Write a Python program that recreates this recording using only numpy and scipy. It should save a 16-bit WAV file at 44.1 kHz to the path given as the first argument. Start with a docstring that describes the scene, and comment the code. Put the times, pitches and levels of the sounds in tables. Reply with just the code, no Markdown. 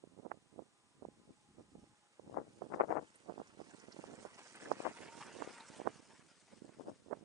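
"""Kick scooter on windy gravel

A kick scooter rolls down a gravel track and passes a camera on an open hillside.
Its tyres crunch over packed stones, spray grit, flick stones and hum faintly when closest.
Gusts buffet the two microphone ports separately, over a deep rumble, with sharp pops
where an eddy hits one. Far air and a faint hiss lie underneath."""
import sys
import numpy as np
from scipy import signal
from scipy.fft import rfft, irfft
from scipy.io import wavfile
from scipy.ndimage import map_coordinates

SR = 44100
rng = np.random.default_rng(int(sys.argv[2]) if len(sys.argv) > 2 else 0)


def unload_wav(signal):
    """Save mono or channel-first audio to the path in sys.argv[1] as 16-bit WAV at rate SR, clipped to [-1, 1]."""
    wavfile.write(
        sys.argv[1],
        SR,
        np.round(np.clip(np.atleast_2d(signal).T, -1, 1) * 32767).astype(np.int16),
    )


N = 319284
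TIME_S = np.arange(N) / SR
BINS_HZ = np.fft.rfftfreq(N, 1 / SR)
BAND_LIMIT_HZ = 9850
REF_GUST_DB = -50
CLOSEST_S, CLOSEST_M, SPEED_M_PER_S = 5.154, 2.83, 3.84

# scooter direction as the camera turns: (time [s], treble left minus right [dB], left port lag [s])
BEARING = [(2, -5, .00015), (3.2, -8, .00025), (4.2, -11, .00014), (4.9, -16, .00012), (5.15, -15, .00002),
           (5.4, -8.5, .00001), (5.7, -3.5, 0), (6.4, 3, 0), (7.24, 5, 0)]
# gravel sound at the ports: (frequency [Hz], left-right correlation [-1..1])
NEAR_CORRELATION = [(100, 1), (1000, 0.97), (1800, 0.75), (3200, 0.81), (5500, 0.61), (9800, 0.97)]


def amp(db):
    """Decibels to gain."""
    return 10 ** (np.asarray(db) / 20)


def unit(x):
    """Scale to rms 1."""
    return x / np.sqrt(np.mean(x ** 2) + 1e-20)


def at_hz(points, hz):
    """Interpolate a spectrum over log frequency."""
    points_hz, values = np.transpose(points)
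    return np.interp(np.log(hz + 1), np.log(points_hz + 1), values)


def follow(rows):
    """Interpolate each column of a time table to every sample."""
    times_s, *columns = np.transpose(rows)
    return [np.interp(TIME_S, times_s, column) for column in columns]


def add(mix, start_s, sound):
    """Mix a sound in at start_s."""
    part = mix[..., max(round(start_s * SR), 0):][..., :sound.shape[-1]]
    part += sound[..., :part.shape[-1]]


def drift(cutoff_hz):
    """Low-passed random wander, rms 1."""
    return unit(irfft(rfft(rng.standard_normal(N)) * np.exp(-(BINS_HZ / cutoff_hz) ** 2), N))


def stereo(pair, colour, correlation):
    """Blend two independent signals into a coloured, partly correlated left and right."""
    a, b = rfft(pair)
    shared = np.clip(at_hz(correlation, BINS_HZ), -1, 1)
    spectra = np.array([a, shared * a + np.sqrt(1 - shared ** 2) * b])
    return unit(irfft(spectra * amp(at_hz(colour, BINS_HZ)), N))


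def puff(peak_s, peak_db, length_s, rise_share=0.49, edge_db=-17.5):
    """Gain of one puff of air: linear rise and fall in dB."""
    away = np.maximum((peak_s - TIME_S) / rise_share, (TIME_S - peak_s) / (1 - rise_share)) / length_s
    gain, near = np.zeros(N), away < 4
    gain[near] = amp(peak_db + edge_db * away[near])
    return gain


def airflow_db(port):
    """Breeze plus gusts at one port (0 left, 1 right), summed in power."""
    # (time [s], left [dB], right [dB])
    breeze = [(0, -74, -68.5), (.8, -92, -84.5), (1.2, -67, -69.5), (2.1, -102, -83.5), (2.6, -63, -78),
              (3.1, -78, -91), (3.5, -79, -72), (3.75, -84, -59), (4.15, -67, -54.5), (4.45, -81, -71),
              (5, -72.5, -52), (5.7, -71, -71.5), (6.1, -76, -65.5), (6.45, -83, -74.5), (7.24, -72, -60)]
    # (peak time [s], left [dB], right [dB], length [s])
    gusts = [(0.262, -78, -48.5, 0.22), (0.605, -76, -56, 0.23), (1.028, -54, -51.5, 0.1),
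             (1.303, -61, -58, 0.078), (1.603, -58.5, -52, 0.097), (1.76, -55, -58.5, 0.073),
             (1.84, -68, -64, 0.24), (2.275, -61, -55, 0.19), (2.376, -36.5, -43.5, 0.12),
             (2.472, -49, -64, 0.046), (2.622, -67, -50, 0.23), (2.737, -32, -49, 0.075),
             (2.815, -27, -41.5, 0.084), (2.914, -29, -44, 0.076), (2.97, -31.5, -51, 0.11),
             (3.299, -72, -45, 0.17), (3.4, -48, -42.5, 0.043), (3.612, -74, -48.5, 0.11),
             (4.017, -78, -60, 0.16), (4.13, -54.5, -54, 0.23), (4.26, -74, -48, 0.055),
             (4.689, -46.5, -45.5, 0.22), (4.8, -42, -50, 0.024), (4.86, -30.5, -69, 0.081),
             (5.4, -63, -42, 0.14), (5.499, -43.5, -64, 0.092), (5.795, -66, -51.5, 0.27),
             (5.871, -56, -37.5, .06), (6.533, -52, -44.5, 0.021), (6.681, -61, -53, 0.16),
             (6.814, -44.5, -73, 0.073), (6.884, -42, -44, 0.09), (7.124, -82, -38, 0.069),
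             (7.213, -78, -56, 0.098)]
    power = amp(follow(breeze)[port]) ** 2
    for peak_s, *port_db, length_s in gusts:
        power += puff(peak_s, port_db[port], length_s) ** 2
    return 10 * np.log10(power)


def buffet(air_db, eddies_per_s, spread_db, db_per_octave, trim_db):
    """Turbulence at a port is a hail of eddies; faster air is louder, with smaller, higher ones."""
    # spectrum at REF_GUST_DB: (frequency [Hz], relative density [dB])
    turbulence = [(20, -41), (60, -18), (130, -6), (250, 2), (450, 1.5), (750, -5.5), (1100, -15),
                  (1600, -25.5), (2300, -61), (4000, -89)]
    excess_db = air_db - REF_GUST_DB
    # strong gusts flutter less and pack their eddies closer
    flutter_db = 5.0 * np.clip(drift(40), -2, 1.3) * np.clip(.8 - excess_db / 10, .45, 1)
    crowding = amp(np.clip(excess_db, 0, 12))
    sizes = amp(spread_db * np.minimum(rng.exponential(1, N), 3.5)) * rng.choice([-1, 1], N)
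    hits = rng.random(N) < eddies_per_s * crowding / SR
    hail = unit(sizes * hits / np.sqrt(crowding) * amp(flutter_db))
    hz, frames_s, spectra = signal.stft(hail, SR, nperseg=1024, noverlap=768)
    pitch_ratio = 2 ** (np.interp(frames_s, TIME_S, excess_db) / db_per_octave)
    colour = amp(at_hz(turbulence, hz[:, None] / pitch_ratio))
    colour /= np.sqrt(np.mean(colour ** 2, axis=0))
    wind = signal.istft(spectra * colour, SR, nperseg=1024, noverlap=768)[1][:N]
    return amp(air_db + trim_db) * wind


def eddy_pops(pitch_ratio, roundness, swirl_db, swirl_s, trim_db):
    """An eddy crossing a port: one push and pull of pressure in a brief swirl of weaker ones."""
    # (time [s], level before trim [dB], centre before pitch_ratio [Hz], port [0 left, 1 right])
    eddies = [(0.04, -38, 454, 1), (0.252, -36, 620, 1), (0.266, -32, 630, 1), (0.317, -24, 972, 1),
              (0.593, -30.5, 630, 1), (1.052, -30.5, 596, 1), (1.087, -38, 413, 1), (2.197, -39.5, 630, 1),
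              (2.298, -38, 513, 0), (2.344, -32.5, 710, 0), (2.373, -22, 760, 0), (2.387, -30, 630, 0),
              (2.621, -27.5, 730, 1), (2.745, -26, 920, 0), (2.784, -35, 710, 1), (2.801, -20, 870, 0),
              (2.801, -18, 875, 1), (2.809, -11, 830, 0), (2.817, -19.5, 900, 0), (2.838, -23, 710, 0),
              (2.91, -22, 730, 0), (2.926, -21, 860, 0), (2.955, -26, 694, 0), (2.97, -19.5, 810, 0),
              (2.985, -25, 740, 0), (3.29, -34, 655, 1), (3.298, -28.5, 710, 1), (3.38, -33, 665, 1),
              (3.417, -33, 680, 1), (3.603, -34, 600, 1), (3.966, -39, 530, 1), (4.041, -33, 744, 1),
              (4.252, -30.5, 700, 1), (4.717, -14.5, 780, 1), (4.804, -27.5, 560, 0), (4.852, -28, 910, 0),
              (4.867, -18, 840, 0), (5.403, -40, 590, 1), (5.423, -22.5, 920, 1), (5.476, -32, 530, 0),
              (5.801, -30, 570, 1), (5.817, -33, 644, 1), (5.874, -16, 840, 1), (6.622, -39, 347, 1),
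              (6.798, -34, 590, 0), (6.885, -34, 456, 0), (7.132, -23.5, 840, 1)]
    out, t = np.zeros((2, N)), np.arange(-1024, 1024) / SR
    for time_s, level_db, hz, port in eddies:
        pulse = (1 - 2j * np.pi * hz * pitch_ratio * t / roundness) ** -roundness
        pop = (pulse * np.exp(2j * np.pi * rng.random())).real
        swirl = unit(signal.fftconvolve(rng.standard_normal(len(t)), pop, "same"))
        swirl *= amp(swirl_db) * np.exp(-abs(t) / swirl_s)
        eddy = (pop + swirl) * signal.windows.tukey(len(t))
        add(out[port], time_s + t[0], amp(level_db + trim_db) * eddy)
    # treble lift, then a cut where eddies smaller than the port cancel: (frequency [Hz], gain [dB])
    port_response = [(1400, -1.0), (2200, 6.5), (3200, 18.5), (5000, -50)]
    return irfft(rfft(out) * amp(at_hz(port_response, BINS_HZ)), N)


def rumble(air_db, lump_db, level_at_ref_db, db_per_air_db):
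    """Deep wind grows with the airflow and reaches both ports alike, in soft lumps."""
    # pressure on the whole camera: (peak time [s], level [dB], length [s])
    swells = [(1.07, -68, .24), (1.6, -65, .36), (1.8, -61.5, .28), (2.39, -66, .36), (2.89, -68, .4),
              (7.22, -70, .3)]
    # (frequency [Hz], relative density [dB])
    colour = [(12, -13), (30, -12.5), (50, -10.5), (110, -4), (190, -2), (350, -9.5), (1000, -77)]
    power = amp(level_at_ref_db + db_per_air_db * (air_db - REF_GUST_DB)) ** 2
    power += sum(puff(*swell) ** 2 for swell in swells)
    lumps = unit(amp(lump_db * np.clip(drift(30), -2, 1.5)))
    noise = lumps * rng.standard_normal((2, N))
    return np.sqrt(power) * stereo(noise, colour, correlation=[(30, 1.0), (200, 1.0)])


def background(valley_db, hiss_db):
    """Far air over the hills and steady microphone hiss."""
    # both: (frequency [Hz], relative density [dB])
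    valley_colour = [(20, -34), (100, -7.5), (300, 6), (620, 2), (880, 1), (1200, -0.5), (1700, 0.5),
                     (2600, -1.5), (3800, -2), (6000, -12), (10000, -19.5)]
    hiss_colour = [(1500, -21.5), (3500, -8), (5500, 1), (8000, 3), (9700, 2.5)]
    # (frequency [Hz], left-right correlation [-1..1])
    correlation = [(60, -0.14), (500, 0.64), (1100, 0.94), (2300, -0.46), (3400, -0.54), (4700, -0.23),
                   (6500, 1), (9000, 1)]
    valley = stereo(rng.standard_normal((2, N)), valley_colour, correlation)
    hiss = stereo(rng.standard_normal((2, N)), hiss_colour, correlation)
    return amp(valley_db) * valley + amp(hiss_db) * hiss


def distance_m():
    """Camera to scooter on a straight pass."""
    return np.hypot(CLOSEST_M, SPEED_M_PER_S * (TIME_S - CLOSEST_S))


def passing_db(loss_db_per_m, bank_db, bank_s=5.94, fade_s=0.18):
    """Level re the closest point: spreading, absorption by heather, shade of a grassy bank."""
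    range_m = distance_m()
    hidden = .5 + .5 * np.tanh((TIME_S - bank_s) / fade_s)
    return 20 * np.log10(CLOSEST_M / range_m) - loss_db_per_m * (range_m - CLOSEST_M) + bank_db * hidden


def grains(per_s, spread_db):
    """Two trains of stone contacts: many small, a few large."""
    sizes = amp(spread_db * np.minimum(rng.exponential(1, (2, N)), 4))
    return sizes * rng.standard_normal((2, N)) * (rng.random((2, N)) < per_s / SR)


def speckle(contacts, depth_db, width_bins, length_frames):
    """Random brief boosts and dips in narrow bands give the gravel noise a patchy, grainy texture."""
    spectra = signal.stft(contacts, SR, nperseg=512, noverlap=384)[2]
    frames, bins = np.arange(-12, 13), np.arange(-12, 13)[:, None]
    patch = np.exp(-(frames / length_frames) ** 2 - (bins / width_bins) ** 2)
    patches = unit(signal.fftconvolve(rng.standard_normal(spectra.shape[1:]), patch, "same"))
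    return unit(signal.istft(spectra * amp(depth_db * patches), SR, nperseg=512, noverlap=384)[1][:, :N])


def crunch(clump_db, closest_db):
    """Packed stones slip in clumps under the wheels."""
    # (frequency [Hz], relative density [dB])
    colour = [(60, -23.5), (200, -5), (500, 3.5), (750, 1), (900, 4.5), (1150, 3), (1500, 3.5), (2200, 1),
              (2900, -3), (3800, -10), (6000, -16)]
    level_db = closest_db + passing_db(loss_db_per_m=1.1, bank_db=-6.0)
    contacts = stereo(grains(per_s=3900, spread_db=-1.0), colour, NEAR_CORRELATION)
    gravel = speckle(contacts, depth_db=3.3, width_bins=0.75, length_frames=5.5)
    clumps = unit(amp(clump_db * drift(32)))
    return amp(level_db) * clumps * gravel


def tread_hum(flutter_db, trim_db, near_waver=.011, far_waver=.03):
    """Tread blocks ring the tyre; the harmonics waver on rough ground, most from afar."""
    # (time [s], block rate [Hz], level before trim [dB], harmonics 5 and 6 re 4 [dB])
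    tread = [(0, 208, -89, -2), (.9, 199, -86, -2), (1.4, 208, -82, -5), (2.3, 206, -83, -7),
             (3.2, 216, -82, -7), (4.85, 236, -79, -14), (4.93, 233, -66, -18), (4.99, 228, -64, -18),
             (5.03, 226, -70, -18), (5.09, 227, -63, -18), (5.18, 235, -65, -16), (5.28, 231, -79, -4),
             (5.5, 238, -75, 4), (5.6, 229, -65, -11), (5.68, 223, -74, -4), (5.85, 222, -95, -6)]
    block_hz, level_db, upper_db = follow(tread)
    waver = far_waver + (near_waver - far_waver) * CLOSEST_M / distance_m()
    phase = 2 * np.pi * np.cumsum(block_hz * (1 + waver * drift(60))) / SR
    lowest, *upper = [amp(flutter_db * np.clip(drift(30), -2, 1)) * np.sin(k * phase) for k in (4, 5, 6)]
    return amp(level_db + trim_db) * (lowest + amp(upper_db) * sum(upper))


def lag_left_port(sound):
    """Long waves from the side bend round the camera and reach the left port late."""
    _, lag_s = follow(BEARING)
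    left = map_coordinates(sound[0], [(TIME_S - lag_s) * SR], order=5)
    return np.array([left, sound[1]])


def grit(near_clump_db, far_clump_db, closest_db):
    """Bright spurts of grit, more fitful from afar; the camera body shades the far port."""
    # (frequency [Hz], relative density [dB])
    colour = [(1200, -29), (2800, -4.5), (4000, -4.5), (5200, -0.5), (6500, -2), (8000, -2.5), (9700, -4)]
    away_db = passing_db(loss_db_per_m=0.62, bank_db=-4)
    contacts = stereo(grains(per_s=3200, spread_db=1.2), colour, NEAR_CORRELATION)
    spray = speckle(contacts, depth_db=2.8, width_bins=1.8, length_frames=4)
    pan_db, _ = follow(BEARING)
    sides = amp([pan_db / 2, -pan_db / 2])
    sides /= np.sqrt(np.mean(sides ** 2, axis=0))
    clump_db = far_clump_db + (near_clump_db - far_clump_db) * amp(away_db / 2)
    spurts_db = clump_db * np.clip(drift(18), -2.5, 2.5)
    return amp(closest_db + away_db + spurts_db) * sides * spray


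def flicked_stones(rise_s, t60_s, width_share, trim_db):
    """A flicked stone scrapes loose, then chatters briefly around its own pitch."""
    # (time [s], level before trim [dB], ring [Hz], left minus right [dB])
    stones = [(3.159, -59.5, 10000, -20), (3.474, -61.5, 6200, -18), (3.709, -59, 7300, -16),
              (3.8003, -57, 6100, -20), (3.925, -49.5, 5060, -11), (4.156, -57, 7700, -11),
              (4.345, -55.5, 5560, -12), (4.559, -54, 9850, -15), (4.659, -38.5, 1520, -3),
              (4.7238, -57, 5200, -26), (4.8237, -53.5, 8000, -15), (5.6063, -50, 4000, -7),
              (5.6868, -51, 7600, -8), (5.7793, -53, 8600, -7)]
    out, t = np.zeros((2, N)), np.arange(-1024, 3072) / SR
    hz = np.fft.rfftfreq(len(t), 1 / SR)
    envelope = np.exp(np.minimum(t, 0) / rise_s) * amp(-60 * np.maximum(t, 0) / t60_s)
    for time_s, level_db, ring_hz, pan_db in stones:
        band = np.exp(-((hz / ring_hz - 1) / width_share) ** 2) * (hz < BAND_LIMIT_HZ)
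        chatter = unit(irfft(rfft(rng.standard_normal(len(t))) * band)) * envelope
        sides = amp([[pan_db / 2], [-pan_db / 2]])
        add(out, time_s + t[0], amp(level_db + trim_db) * sides * chatter)
    return out


def scene():
    """Wind on the ports, the hillside and the passing scooter."""
    left_db, right_db = airflow_db(port=0), airflow_db(port=1)
    left = buffet(left_db, eddies_per_s=600, spread_db=6.0, db_per_octave=25.5, trim_db=0)
    right = buffet(right_db, eddies_per_s=450, spread_db=5.0, db_per_octave=29.5, trim_db=1.9)
    pops = eddy_pops(pitch_ratio=0.96, roundness=4.8, swirl_db=-18.5, swirl_s=0.0044, trim_db=3)
    deep = rumble((left_db + right_db) / 2, lump_db=8, level_at_ref_db=-79, db_per_air_db=.55)
    wind = np.array([left, right]) + pops + deep
    tyres = crunch(clump_db=2.5, closest_db=-56.5) + tread_hum(flutter_db=6.0, trim_db=2)
    spray = grit(near_clump_db=1.9, far_clump_db=2.5, closest_db=-59.5)
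    flicks = flicked_stones(rise_s=0.0031, t60_s=.04, width_share=.22, trim_db=-8)
    return wind + background(valley_db=-76.5, hiss_db=-75.5) + lag_left_port(tyres) + spray + flicks


def record(dry):
    """Low cut and band limit."""
    low_cut = signal.butter(2, 34, "highpass", fs=SR, output="sos")
    band_limit = signal.firwin(511, BAND_LIMIT_HZ, window=("kaiser", 9), fs=SR)
    return signal.oaconvolve(signal.sosfilt(low_cut, dry), band_limit[None], "same")


dry = scene()
out = record(dry)
unload_wav(out)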